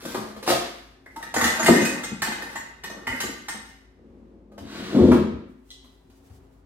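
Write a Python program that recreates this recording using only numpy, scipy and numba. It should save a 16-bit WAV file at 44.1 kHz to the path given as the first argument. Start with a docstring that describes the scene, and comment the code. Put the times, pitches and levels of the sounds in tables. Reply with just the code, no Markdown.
"""Steel pans and lids clank, scrape and rattle as a low drawer is rummaged through in a tiled kitchen.
Each knock rings the modes of the metal and booms in the wooden drawer box. The drawer bumps open,
later rolls in with a stick-slip judder and slams; a glass lid ticks and the floor thuds softly.
A fridge hums and clothes rustle in the hard, echoing room, heard from across the counter."""
import sys
import numpy as np
from scipy import signal
from scipy.fft import rfft, irfft, next_fast_len
from scipy.io import wavfile
from scipy.ndimage import uniform_filter1d
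from numba import njit

SR = 44100
rng = np.random.default_rng(int(sys.argv[2]) if len(sys.argv) > 2 else 0)


def log_audio(samples):
    """Write samples as a 16-bit WAV file to the path given in sys.argv[1]."""
    # one column per channel
    frames = np.atleast_2d(samples).T
    # limit to full scale, then quantise
    limited = np.clip(frames, -1, 1)
    pcm = np.round(limited * 32767).astype(np.int16)
    wavfile.write(sys.argv[1], SR, pcm)


N = 293441
T = np.arange(N) / SR

# modes of the pans, lids, drawer box and front panel: (frequency [Hz], level [dB], t60 [s])
PAN_MODES = [(657.5, 2, 0.038), (772, -2.5, 0.1), (845, 1.5, 0.075), (913, 0, 0.11), (990, -8, 0.014),
             (1096, -3.5, 0.05), (1168, -1, 0.088), (1277, -4, 0.11), (1390, -2, 0.066)]
LID_MODES = [(1500, -2, 0.099), (1575, -1.5, 0.11), (1685, -9.5, 0.27), (1779, -5, 0.053), (1833, 0.5, 0.1),
             (1921, -7, 0.076), (1996, 0, 0.072), (2090, -3.5, 0.11), (2340, -14, 0.027),
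             (2512, -8.5, 0.13)]
BOX_MODES = [(175.6, -3, 0.09), (215.3, 2, 0.13), (247.3, 0.5, 0.15), (290.4, 0.5, 0.13), (333.2, 0, 0.11),
             (366, 0, 0.11), (468.4, 4, 0.071), (541, -1.5, 0.14), (613, -3, 0.078), (910, -22.5, .04)]
PANEL_MODES = [(360, 1, 0.044), (461, -1.5, 0.043), (528, -1.5, 0.04), (614.4, -4.5, 0.035),
               (687, -2, 0.06), (774, -5.5, 0.032), (845, -2, .035), (964, -3, 0.024), (1080, -1.5, 0.021),
               (1220, -1, 0.034), (1395, -3, 0.012), (1710, -2, 0.02), (2300, -14, 0.0075)]
# noise colour of steel meeting steel: (frequency [Hz], level [dB])
STEEL_SPECTRUM = [(530, -15), (900, -10), (1600, -6), (2900, -13.5), (5000, -13), (8000, -19), (11500, -20),
                  (15500, -24)]
# force on the drawer as it is nudged, rolled in and slammed: (time [s], level [dB])
PUSH_FORCE = [(3.94, -58), (4.04, -49), (4.52, -51), (4.58, -40), (4.74, -38.5), (4.8, -30), (4.89, -39),
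              (4.93, -17), (4.98, -10.5), (5.07, -9), (5.13, -13), (5.27, -32.5), (5.5, -52)]


def pan_knocks():
    """Pans, lids and rims ring, each blow favouring its own pitch; the drawer box booms under them."""
    # (time [s], box [dB], pan [dB], lid [dB], crack [dB], rim [dB],
    #  box pitch [Hz], pan pitch [Hz], lid pitch [Hz], rim pitch [Hz])
    hits = [(1.059, -54, -61.5, -43, -60.5, -80, 352, 880, 2030, 2970),
            (1.16, -36, -31, -44.5, -45, -46, 316, 910, 2090, 3800),
            (1.203, -53, -32, -56, -70, -56, 328, 770, 2070, 3800),
            (1.225, -40.5, -32.5, -31.5, -42, -37, 186, 720, 1790, 3780),
            (1.34, -35.5, -16, -33, -31.5, -30.5, 464, 858, 1850, 7500),
            (1.36, -21.5, -18, -19.5, -31.5, -30.5, 470, 825, 1860, 6600),
            (1.41, -21.5, -15.5, -15.5, -28, -27, 473, 1180, 1890, 4200),
            (1.439, -19.5, -18.5, -20, -22.5, -23, 470, 1290, 1840, 5900),
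            (1.465, -30.5, -28, -22, -34, -25.5, 180, 1200, 2000, 8300),
            (1.594, -25.5, -15.5, -28.5, -35, -26, 357, 650, 1580, 6740),
            (1.625, -24, -32, -19, -50, -42, 213, 1170, 1945, 5010),
            (1.66, -23, -19.5, -15.5, -22.5, -20.5, 336, 852, 2103, 7340),
            (1.682, -5, -21, -16, -36, -26.5, 350.5, 650, 1946, 8290),
            (1.694, -6.5, -36, -40.5, -62, -39.5, 230.4, 770, 1990, 3800),
            (1.719, -8, -29, -24, -50, -37, 181, 770, 1870, 6560),
            (1.745, -19, -38, -24.5, -50, -39.5, 308, 1176, 1900, 5990),
            (1.759, -12.5, -39.5, -16.5, -34, -25, 284, 790, 1950, 6080),
            (1.79, -22, -36, -30, -52, -42.5, 300, 900, 2520, 3150),
            (1.814, -14, -30, -34.5, -36, -30, 206.6, 900, 2510, 6630),
            (1.849, -36.5, -41, -20.5, -28.5, -24, 260, 1410, 2520, 8330),
            (2.034, -29.5, -25.5, -32, -39, -29, 276, 840, 2020, 5330),
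            (2.04, -52.5, -50.5, -51.5, -60, -36.5, 270, 858, 2020, 6150),
            (2.114, -29.5, -50.5, -60, -77, -47, 219.6, 890, 2520, 3150),
            (2.219, -32, -20.5, -17, -26, -26.5, 350, 850, 1730, 7780),
            (2.27, -26, -25.5, -26, -59, -32.5, 235, 863, 1760, 3070),
            (2.319, -38.5, -33.5, -27, -41, -35, 334, 890, 2100, 3780),
            (2.42, -31, -30, -36, -42.5, -44, 359, 890, 1880, 5070),
            (2.555, -38, -24.5, -30.5, -41, -36, 367, 968, 1920, 7160),
            (2.836, -36, -29.5, -26.5, -38.5, -30.5, 370, 1120, 1850, 4374),
            (2.898, -36.5, -31, -55, -49, -43.5, 283, 644, 1840, 5940),
            (3.069, -27.5, -17.5, -20, -38, -39, 263, 1050, 1940, 3010),
            (3.123, -32, -54, -23, -62, -50, 246, 770, 1975, 3010),
            (3.202, -32, -39, -23, -28.5, -27, 523, 900, 1690, 4190),
            (3.21, -50, -50, -40, -58, -32.5, 536, 900, 1840, 6640),
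            (3.234, -23, -25, -42, -58, -42, 366, 630, 1890, 7400),
            (3.283, -26.5, -39, -45, -56, -51, 304, 806, 2050, 4190),
            (3.483, -38, -29, -30, -35, -31, 357, 881, 1840, 5370),
            (3.49, -50, -34, -35.5, -69, -42, 360, 1420, 2010, 8300),
            (3.54, -34.5, -34.5, -44, -68, -44.5, 203.5, 770, 2010, 6700),
            (3.689, -59, -57.5, -68, -62, -54, 252, 775, 2010, 5230)]
    s, box_db, pan_db, lid_db, crack_db, rim_db, box_hz, pan_hz, lid_hz, rim_hz = np.transpose(hits)
    at = ((s + 0.00297) * SR).astype(int)  # the box answers the main blow, just after the first touch
    box = strike(BOX_MODES[:8], at, undb(box_db - 3.5), 3.4, 0.0017, same_spot=True, pitch=box_hz)
    pans = blows(PAN_MODES, s, pan_db - 6.5, 0.015, 3.6, 0.00028, pitch=pan_hz)
    lids = blows(LID_MODES, s, lid_db - 3.5, 0.014, 2.4, 0.0001, pitch=lid_hz)
    # bright ring of the rims: (frequency [Hz], level [dB], t60 [s])
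    rim_modes = [(2820, -1.5, 0.09), (3010, 1.5, 0.048), (3156, -5, 0.055), (3454, -0.5, .06),
                 (3794, -0.5, .06), (4170, -5.5, 0.073), (4350, -9, .1), (5160, -8, .06), (5260, -6, 0.052),
                 (5980, -3.5, .06), (6150, -1.5, 0.076), (6640, -1.5, .06), (6740, -2, 0.073),
                 (7300, -1.5, 0.075), (7530, -1, .07), (8100, -4.5, 0.047), (8250, 1, 0.065),
                 (8400, -4.5, 0.044)]
    rims = blows(rim_modes, s, rim_db - 4.5, 0.012, 4.8, 0.0001, pitch=rim_hz)
    crack = cracks(STEEL_SPECTRUM, s, crack_db + 11, rise_s=0.003, fall_s=0.0071)
    return box + pans + lids + rims + crack


def rummaging(open_s=1.0):
    """The hand pulls the drawer, then shifts the pile: small taps, box rumble and a grainy scrape."""
    # (start [s], length [s], rattle [dB], rumble [dB], scrape [dB])
    hand_moves = [(-.05, 0.15, -48, -33, -43), (0.15, 0.096, -39.5, -54.5, -66),
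                  (0.46, 0.068, -32.5, -36.5, -40), (1.1, 0.24, -52, -46, -65),
                  (1.34, 0.06, -12.5, -40, -37), (1.46, 0.16, -18, -33.5, -42.5),
                  (1.62, 0.059, -22, -29.5, -30), (1.8, 0.17, -23, -36, -55.5), (2.24, 0.29, -24, -40, -52),
                  (2.86, 0.32, -33.5, -38.5, -64), (3.08, 0.19, -34.5, -43, -49),
                  (3.5, 0.092, -53, -57.5, -59)]
    rattle, rumble, scrape = swells(hand_moves, attack_s=0.012, release_db_per_s=82)
    at, size = taps(per_s=300, spread_db=3)
    force = size * rattle[at]
    opened = at > open_s * SR  # until then the panel rattles instead of the pans
    pans = strike(PAN_MODES + LID_MODES, at[opened], force[opened] * undb(-31.5), 3.5, 0.0001)
    panel = strike(PANEL_MODES, at[~opened], force[~opened] * undb(-14), 5.8, 0.0002)
    at, size = taps(per_s=60, spread_db=0.88)
    box = strike(BOX_MODES, at, size * rumble[at] * undb(-15.5), 6.5, 0.0009)
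    at, size = taps(per_s=590, spread_db=6.7)
    catches = np.zeros(N)
    catches[at] = size
    grain = unit(0.022 + signal.fftconvolve(catches, np.exp(-T[:SR // 50] / 0.00084))[:N])
    return pans + panel + box + undb(-0.5) * scrape * grain * coloured(STEEL_SPECTRUM)


def drawer_bumps():
    """Dull wooden knocks in the drawer's box and front panel, as it moves or pans land in it."""
    # (time [s], box [dB], panel [dB], crack [dB], box pitch [Hz], panel pitch [Hz])
    hits = [(0.05, -39.5, -25, -41, 295, 557), (0.144, -30, -17, -38.5, 253, 436),
            (0.173, -23, -27.5, -66.5, 210, 1200), (0.362, -36.5, -33, -53, 216, 446),
            (0.426, -35, -33.5, -42.5, 338, 520), (0.463, -35, -30, -39, 335, 960),
            (0.474, -17.5, -14, -31, 372, 810), (0.486, -19.5, -21.5, -30, 366, 865),
            (0.5, -15.5, -16, -28, 370, 510), (0.519, -21.5, -17, -52, 200, 690),
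            (1.059, -70.5, -41, -72, 300, 1750), (1.681, -9.5, -4, -45, 355, 612),
            (4.516, -52, -45.5, -70, 300, 524), (4.578, -41, -35.5, -52.5, 296, 610),
            (4.951, -13, -26.5, -55, 307, 600), (5.115, -6, -12.5, -51, 366, 536),
            (5.842, -48, -53, -65, 247, 1098), (6.098, -47, -66, -66, 270, 780),
            (6.298, -48, -59.5, -68, 270, 778)]
    # colour of the crack: (frequency [Hz], level [dB])
    wood_spectrum = [(530, -32.5), (900, -4), (2000, -6), (4200, -7), (8000, -14.5), (11500, -17.5),
                     (15500, -19.5)]
    s, box_db, panel_db, crack_db, box_hz, panel_hz = np.transpose(hits)
    box = blows(BOX_MODES[:6], s, box_db - 6, 0.01533, 2.0, 0.0027, pitch=box_hz)
    panel = blows(PANEL_MODES, s, panel_db + 0.76, 0.016, 2.1, 0.00035, pitch=panel_hz)
    return box + panel + cracks(wood_spectrum, s, crack_db + 13, rise_s=0.0036, fall_s=0.009)


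def drawer_closing(judder_hz=42.25, jitter=0.1, slam_s=5.115):
    """The drawer sticks and slips: near-even pulses shake box and cabinet; it slams with a boom."""
    # (frequency [Hz], level [dB], t60 [s])
    cabinet_modes = [(73.3, -6, 0.078), (87.6, 0, 0.13), (109.5, -8.5, 0.39)]
    chance = rng.standard_normal((80, 2))
    gaps = SR / judder_hz * (1 + jitter * chance[:, 0])
    at = np.cumsum(gaps).astype(int) + int(PUSH_FORCE[0][0] * SR)
    force = undb(1.5 * chance[:, 1]) * envelope(PUSH_FORCE)[at]
    box = strike(BOX_MODES, at, force * undb(-5.5), 2.7, 0.0022, same_spot=True)
    cabinet = strike(cabinet_modes, at, force * undb(-13.5), 2.3, 0.0035, same_spot=True)
    boom = strike(cabinet_modes, np.array([int(slam_s * SR)]), undb([-20.5]), 1.3, 0.0056, same_spot=True)
    # colour of the slam's crack: (frequency [Hz], level [dB])
    slam_spectrum = [(500, -18), (1000, 9), (1800, -3.5), (3000, -12), (6000, -24.5), (11500, -29),
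                     (15500, -33)]
    crack = cracks(slam_spectrum, np.array([slam_s]), db=-22, rise_s=0.001, fall_s=0.024)
    return box + cabinet + boom + crack


def rollers():
    """The rollers rumble through box and panel, and the runners hiss as the drawer rolls in."""
    at, size = taps(per_s=300, spread_db=0.8)
    force = size * envelope(PUSH_FORCE)[at]
    box = strike(BOX_MODES[:6], at, force * undb(-19), 4.6, 0.0021)
    panel = strike(PANEL_MODES, at, force * undb(-23), 5.5, 0.0012)
    # colour of the hiss: (frequency [Hz], level [dB])
    runner_spectrum = [(350, -60), (600, 4), (1500, 7.5), (2700, 1.5), (3800, 4.5), (5500, -6), (8000, -10),
                       (11500, -22.5), (15500, -17)]
    hiss, = swells([(4.62, 0.53, -43.5)], attack_s=0.14, release_db_per_s=193)
    return box + panel + hiss * coloured(runner_spectrum)


def glass_clink():
    """A knob ticks on the glass lid, which rings briefly."""
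    # (time [s], level [dB])
    touches = [(5.692, -55), (5.704, -35.5), (5.712, -38)]
    # (frequency [Hz], level [dB], t60 [s])
    glass_modes = [(1990, -13, .12), (2930, -2, .025), (3160, 1, 0.042), (3300, -2, .03), (3790, -3, .025),
                   (4160, 1, .03), (4716, -8, .025), (6000, -9, .03), (7750, -6, .02), (8100, -3, .02)]
    # (frequency [Hz], level [dB])
    tick_spectrum = [(900, -49), (2300, -43), (3100, 4), (8000, -10), (11500, -22), (15500, -21)]
    s, db = np.transpose(touches)
    glass = blows(glass_modes, s, db - 7, 0.0027, 2.6, 0.0001, count=2)
    return glass + cracks(tick_spectrum, s, db + 2, rise_s=0.0011, fall_s=0.0024)


def low_thuds():
    """Soft, deep thuds in the floor, some under the heavier knocks."""
    # (time [s], level [dB])
    thuds = [(1.418, -34), (1.685, -28.5), (3.089, -26.5), (3.248, -34), (4.608, -38), (5.329, -28.5),
             (6.302, -36)]
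    # (frequency [Hz], level [dB], t60 [s])
    floor_modes = [(55, -9, 0.088), (94, 2.5, 0.055), (138, -6.5, 0.052)]
    s, db = np.transpose(thuds)
    return strike(floor_modes, (s * SR).astype(int), undb(db - 1), 1.5, 0.0034, same_spot=True)


def clothes():
    """Cloth rustles as the cook straightens up: bright, fluttering noise."""
    # (time [s], level [dB])
    rustle = [(5.4, -84), (5.684, -75), (6.006, -73.5), (6.336, -68.5), (6.53, -69.5), (6.65, -82)]
    # (frequency [Hz], level [dB])
    cloth_spectrum = [(500, -29.5), (1500, 0.5), (4000, 2), (8000, 2.5), (15500, -4.5)]
    flutter = undb(4.1 * waver(22.8))
    return envelope(rustle) * flutter * stereo(coloured(cloth_spectrum), coloured(cloth_spectrum))


def fridge():
    """The fridge hums in low tones, each wavering in level."""
    # (frequency [Hz], level [dB])
    tones = [(53.5, -57), (147, -74), (269.5, -63), (371, -71)]
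    return sum(np.sqrt(2) * undb(db + 2 * waver(9.5)) * np.sin(2 * np.pi * hz * T) for hz, db in tones)


def room_tone(level_db=-57.5):
    """A faint, dark hush that slowly swells and sinks."""
    # (frequency [Hz], level [dB])
    air = [(15, -42), (25, -19), (59, 2.5), (190, -9.5), (270, -1.5), (317, -14), (373, -2.5),
           (476, -12.5), (820, -15.5), (2500, -30.5), (8000, -43.5), (15500, -56)]
    return unit(stereo(coloured(air), coloured(air))) * undb(level_db + 1.5 * waver(3))


def kitchen_echo(x, hop_s=0.22):
    """Octave bands die at their own rates; the echo is redrawn in overlapping slices for a smooth tail."""
    # reverb tail: (frequency [Hz], t60 [s], level [dB])
    tail = [(59, 0.3, 7.5), (263, 0.69, -5.5), (720, 0.49, 0.5), (1800, 0.78, -0.5), (4740, 0.66, 3),
            (12600, 0.26, 6.5)]
    n, hop = SR, int(hop_s * SR)
    noise = rfft(stereo(rng.standard_normal(n), rng.standard_normal(n)))
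    octave = np.log2(np.maximum(np.fft.rfftfreq(n, 1 / SR), 1))
    centres = 2. ** np.arange(5, 15)
    bands = irfft(noise * np.clip(1 - abs(octave - np.log2(centres)[:, None, None]), 0, 1), n)
    decay = undb(on_log(tail, centres, column=2)[:, None] - 60 * T[:n] / on_log(tail, centres)[:, None])
    decay = decay * (1 - np.exp(-T[:n] / 0.00071)) / np.sqrt(SR)
    x, out = np.pad(x, (hop, 2 * hop)), np.zeros((2, N + 3 * hop + n))
    fade = np.sin(np.pi * np.arange(2 * hop) / (2 * hop))
    for i in range(0, N + hop, hop):
        echo = np.einsum("bcn,bn->cn", np.roll(bands, rng.integers(n), axis=2), decay)
        piece = x[i:i + 2 * hop] * fade
        out[:, i:i + 2 * hop + n - 1] += signal.fftconvolve(piece[None], echo, axes=1)
    return out[:, hop:hop + N]


def blows(modes, s, db, chatter_s, scatter_db, push_s, count=4, pitch=None):
    """Each blow is a quick flurry of contacts: a light first touch, the blow itself, then bounces."""
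    touch, bounce = 0.46, 0.48  # shares of the blow
    late = np.c_[np.zeros(len(s)), np.full(len(s), .2), .3 + .7 * rng.random((len(s), count - 2))]
    size = undb(db)[:, None] * np.r_[touch, 1, np.full(count - 2, bounce)] / np.sqrt(2)
    at = ((s[:, None] + chatter_s * late) * SR).astype(int)
    return strike(modes, at.ravel(), size.ravel(), scatter_db, push_s, count=count, pitch=pitch)


def strike(modes, at, size, scatter_db, push_s, same_spot=False, count=1, pitch=None):
    """Each run of `count` contacts rings its own mix of modes; `same_spot` holds their polarities."""
    focus_db, focus_octaves = 12.5, 0.092  # how strongly and narrowly a blow favours modes near `pitch`
    detune = 0.004  # share by which the shifting pile pulls a 1 kHz mode off pitch
    hz, db, t60 = np.transpose(modes)
    shape = (len(at) // count, len(modes))
    mix_db = scatter_db * np.sqrt(3) * rng.uniform(-1.24, 1, shape)
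    if pitch is not None:
        mix_db += focus_db * (np.exp(-(np.log2(hz / pitch[:, None]) / focus_octaves) ** 2) - .5)
    mix_db = np.repeat(mix_db, count, axis=0)
    pull = 1 + detune * np.sqrt(hz / 1e3) * rng.standard_normal(shape)
    pulled_hz = hz * np.repeat(pull, count, axis=0)
    sign = (-1.) ** np.arange(len(hz)) if same_spot else np.sign(rng.standard_normal(mix_db.shape))
    force = size[:, None] * sign * undb(db + mix_db)
    poles = np.exp((2j * np.pi * pulled_hz - np.log(1000) / t60) / SR)
    order = np.argsort(at)
    ringing = ring(N, at[order], force[order], poles[order])
    # a softer contact pushes longer; everything below the lowest mode is cut away
    push = np.hanning(max(int(push_s * SR), 3))
    softened = np.convolve(ringing, push / push.sum())[:N]
    return signal.sosfilt(signal.butter(3, 0.53 * hz[0], "high", fs=SR, output="sos"), softened)


@njit
def ring(n, at, force, poles):
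    """Sum of decaying modes, each kicked at the sorted samples `at` and resting once it has died away."""
    y = np.zeros(n)
    for mode in range(poles.shape[1]):
        z = 0j
        for hit in range(len(at)):
            z += force[hit, mode]
            for i in range(at[hit], at[hit + 1] if hit + 1 < len(at) else n):
                y[i] += z.imag
                z *= poles[hit, mode]
                if abs(z.real) + abs(z.imag) < 1e-6:
                    break
    return y


def cracks(spectrum, s, db, rise_s, fall_s):
    """Short noise bursts of surfaces meeting."""
    impulses, t = np.zeros(N), T[:SR // 8]
    impulses[(s * SR).astype(int)] = undb(db)
    burst = (1 - np.exp(-t / rise_s)) * np.exp(-t / fall_s)
    return signal.fftconvolve(impulses, burst)[:N] * coloured(spectrum)


def taps(per_s, spread_db):
    """Random instants and sizes: many small taps, a few larger."""
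    chance = rng.random((int(per_s * N / SR), 2))
    at = (chance[:, 0] * (N - 1)).astype(int)
    return at, unit(undb(-spread_db * np.log(1 - .95 * chance[:, 1])))


def swells(rows, attack_s, release_db_per_s):
    """Gain curves, one per dB column: each row rises, holds to the end of its length, then dies away."""
    out = 0
    for start, length, *db in rows:
        attack = np.clip((T - start) / attack_s, 0, 1)
        release = undb(-release_db_per_s * np.maximum(T - start - length, 0))
        out = out + undb(db)[:, None] * attack * release
    return out


def envelope(points, fade_s=0.02):
    """Gain curve through (time [s], level [dB]) points, fading to silence outside them."""
    s, db = np.transpose(points)
    fade = np.clip(np.minimum(T - s[0] + fade_s, s[-1] + fade_s - T) / fade_s, 0, 1)
    return fade * undb(np.interp(T, s, db))


def waver(rate_hz):
    """Smooth random drift of rms 1."""
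    width = int(SR / rate_hz)
    return unit(uniform_filter1d(uniform_filter1d(rng.standard_normal(N), width), width))


def coloured(spectrum):
    """Noise of rms 1 with the given spectrum."""
    size = next_fast_len(N, True)
    hz = np.fft.rfftfreq(size, 1 / SR)
    return unit(irfft(rfft(rng.standard_normal(size)) * undb(on_log(spectrum, hz)), size)[:N])


def stereo(a, b):
    """Left and right from two noises: narrow in the bass and at the very top, wide in between."""
    # (frequency [Hz], left-right correlation [0-1])
    likeness = [(60, 0.97), (290, 0.93), (640, 0.064), (1400, 0.035), (5000, 0.078), (9000, 0.083),
                (16000, 1)]
    size = next_fast_len(len(a), True)
    alike = np.clip(on_log(likeness, np.fft.rfftfreq(size, 1 / SR)), 0, 1)
    mid, side = rfft(a, size) * np.sqrt((1 + alike) / 2), rfft(b, size) * np.sqrt((1 - alike) / 2)
    return irfft(np.array([mid + side, mid - side]), size)[:, :len(a)]


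def on_log(table, hz, column=1):
    """Read one column of a table on a log-frequency axis."""
    table = np.asarray(table)
    return np.interp(np.log(np.maximum(hz, 1)), np.log(table[:, 0]), table[:, column])


def undb(db):
    """Decibels to gain."""
    return 10 ** (np.asarray(db) / 20)


def unit(x):
    """Scale to rms 1."""
    return x / np.sqrt(np.mean(x ** 2))


def scene():
    """Direct sound and kitchen echo over the quiet background, in stereo."""
    solid = drawer_closing() + rollers() + low_thuds()  # these also carry through the counter
    direct = pan_knocks() + drawer_bumps() + glass_clink() + rummaging() + solid
    left, right = undb(-2) * direct + undb(-8.5) * solid + undb(14) * kitchen_echo(direct)
    left = np.roll(left, 4)  # the drawer lies to the right, so the left side hears it a little later
    return np.array([left, right]) + room_tone() + fridge() + clothes()


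def record(dry):
    """The left side is a little bassier; the deepest bass is cut, peaks are rounded, the top is cut."""
    bass = signal.sosfilt(signal.butter(1, 450, fs=SR, output="sos"), dry)
    tilted = dry + bass * np.array([[.2], [-.2]])
    trimmed = signal.sosfilt(signal.butter(3, 50., "high", fs=SR, output="sos"), tilted)
    rounded = np.tanh(.8 * trimmed) / .8
    return signal.sosfilt(signal.ellip(10, .2, 80, 16300, fs=SR, output="sos"), rounded)


dry = scene()
out = record(dry)
log_audio(out)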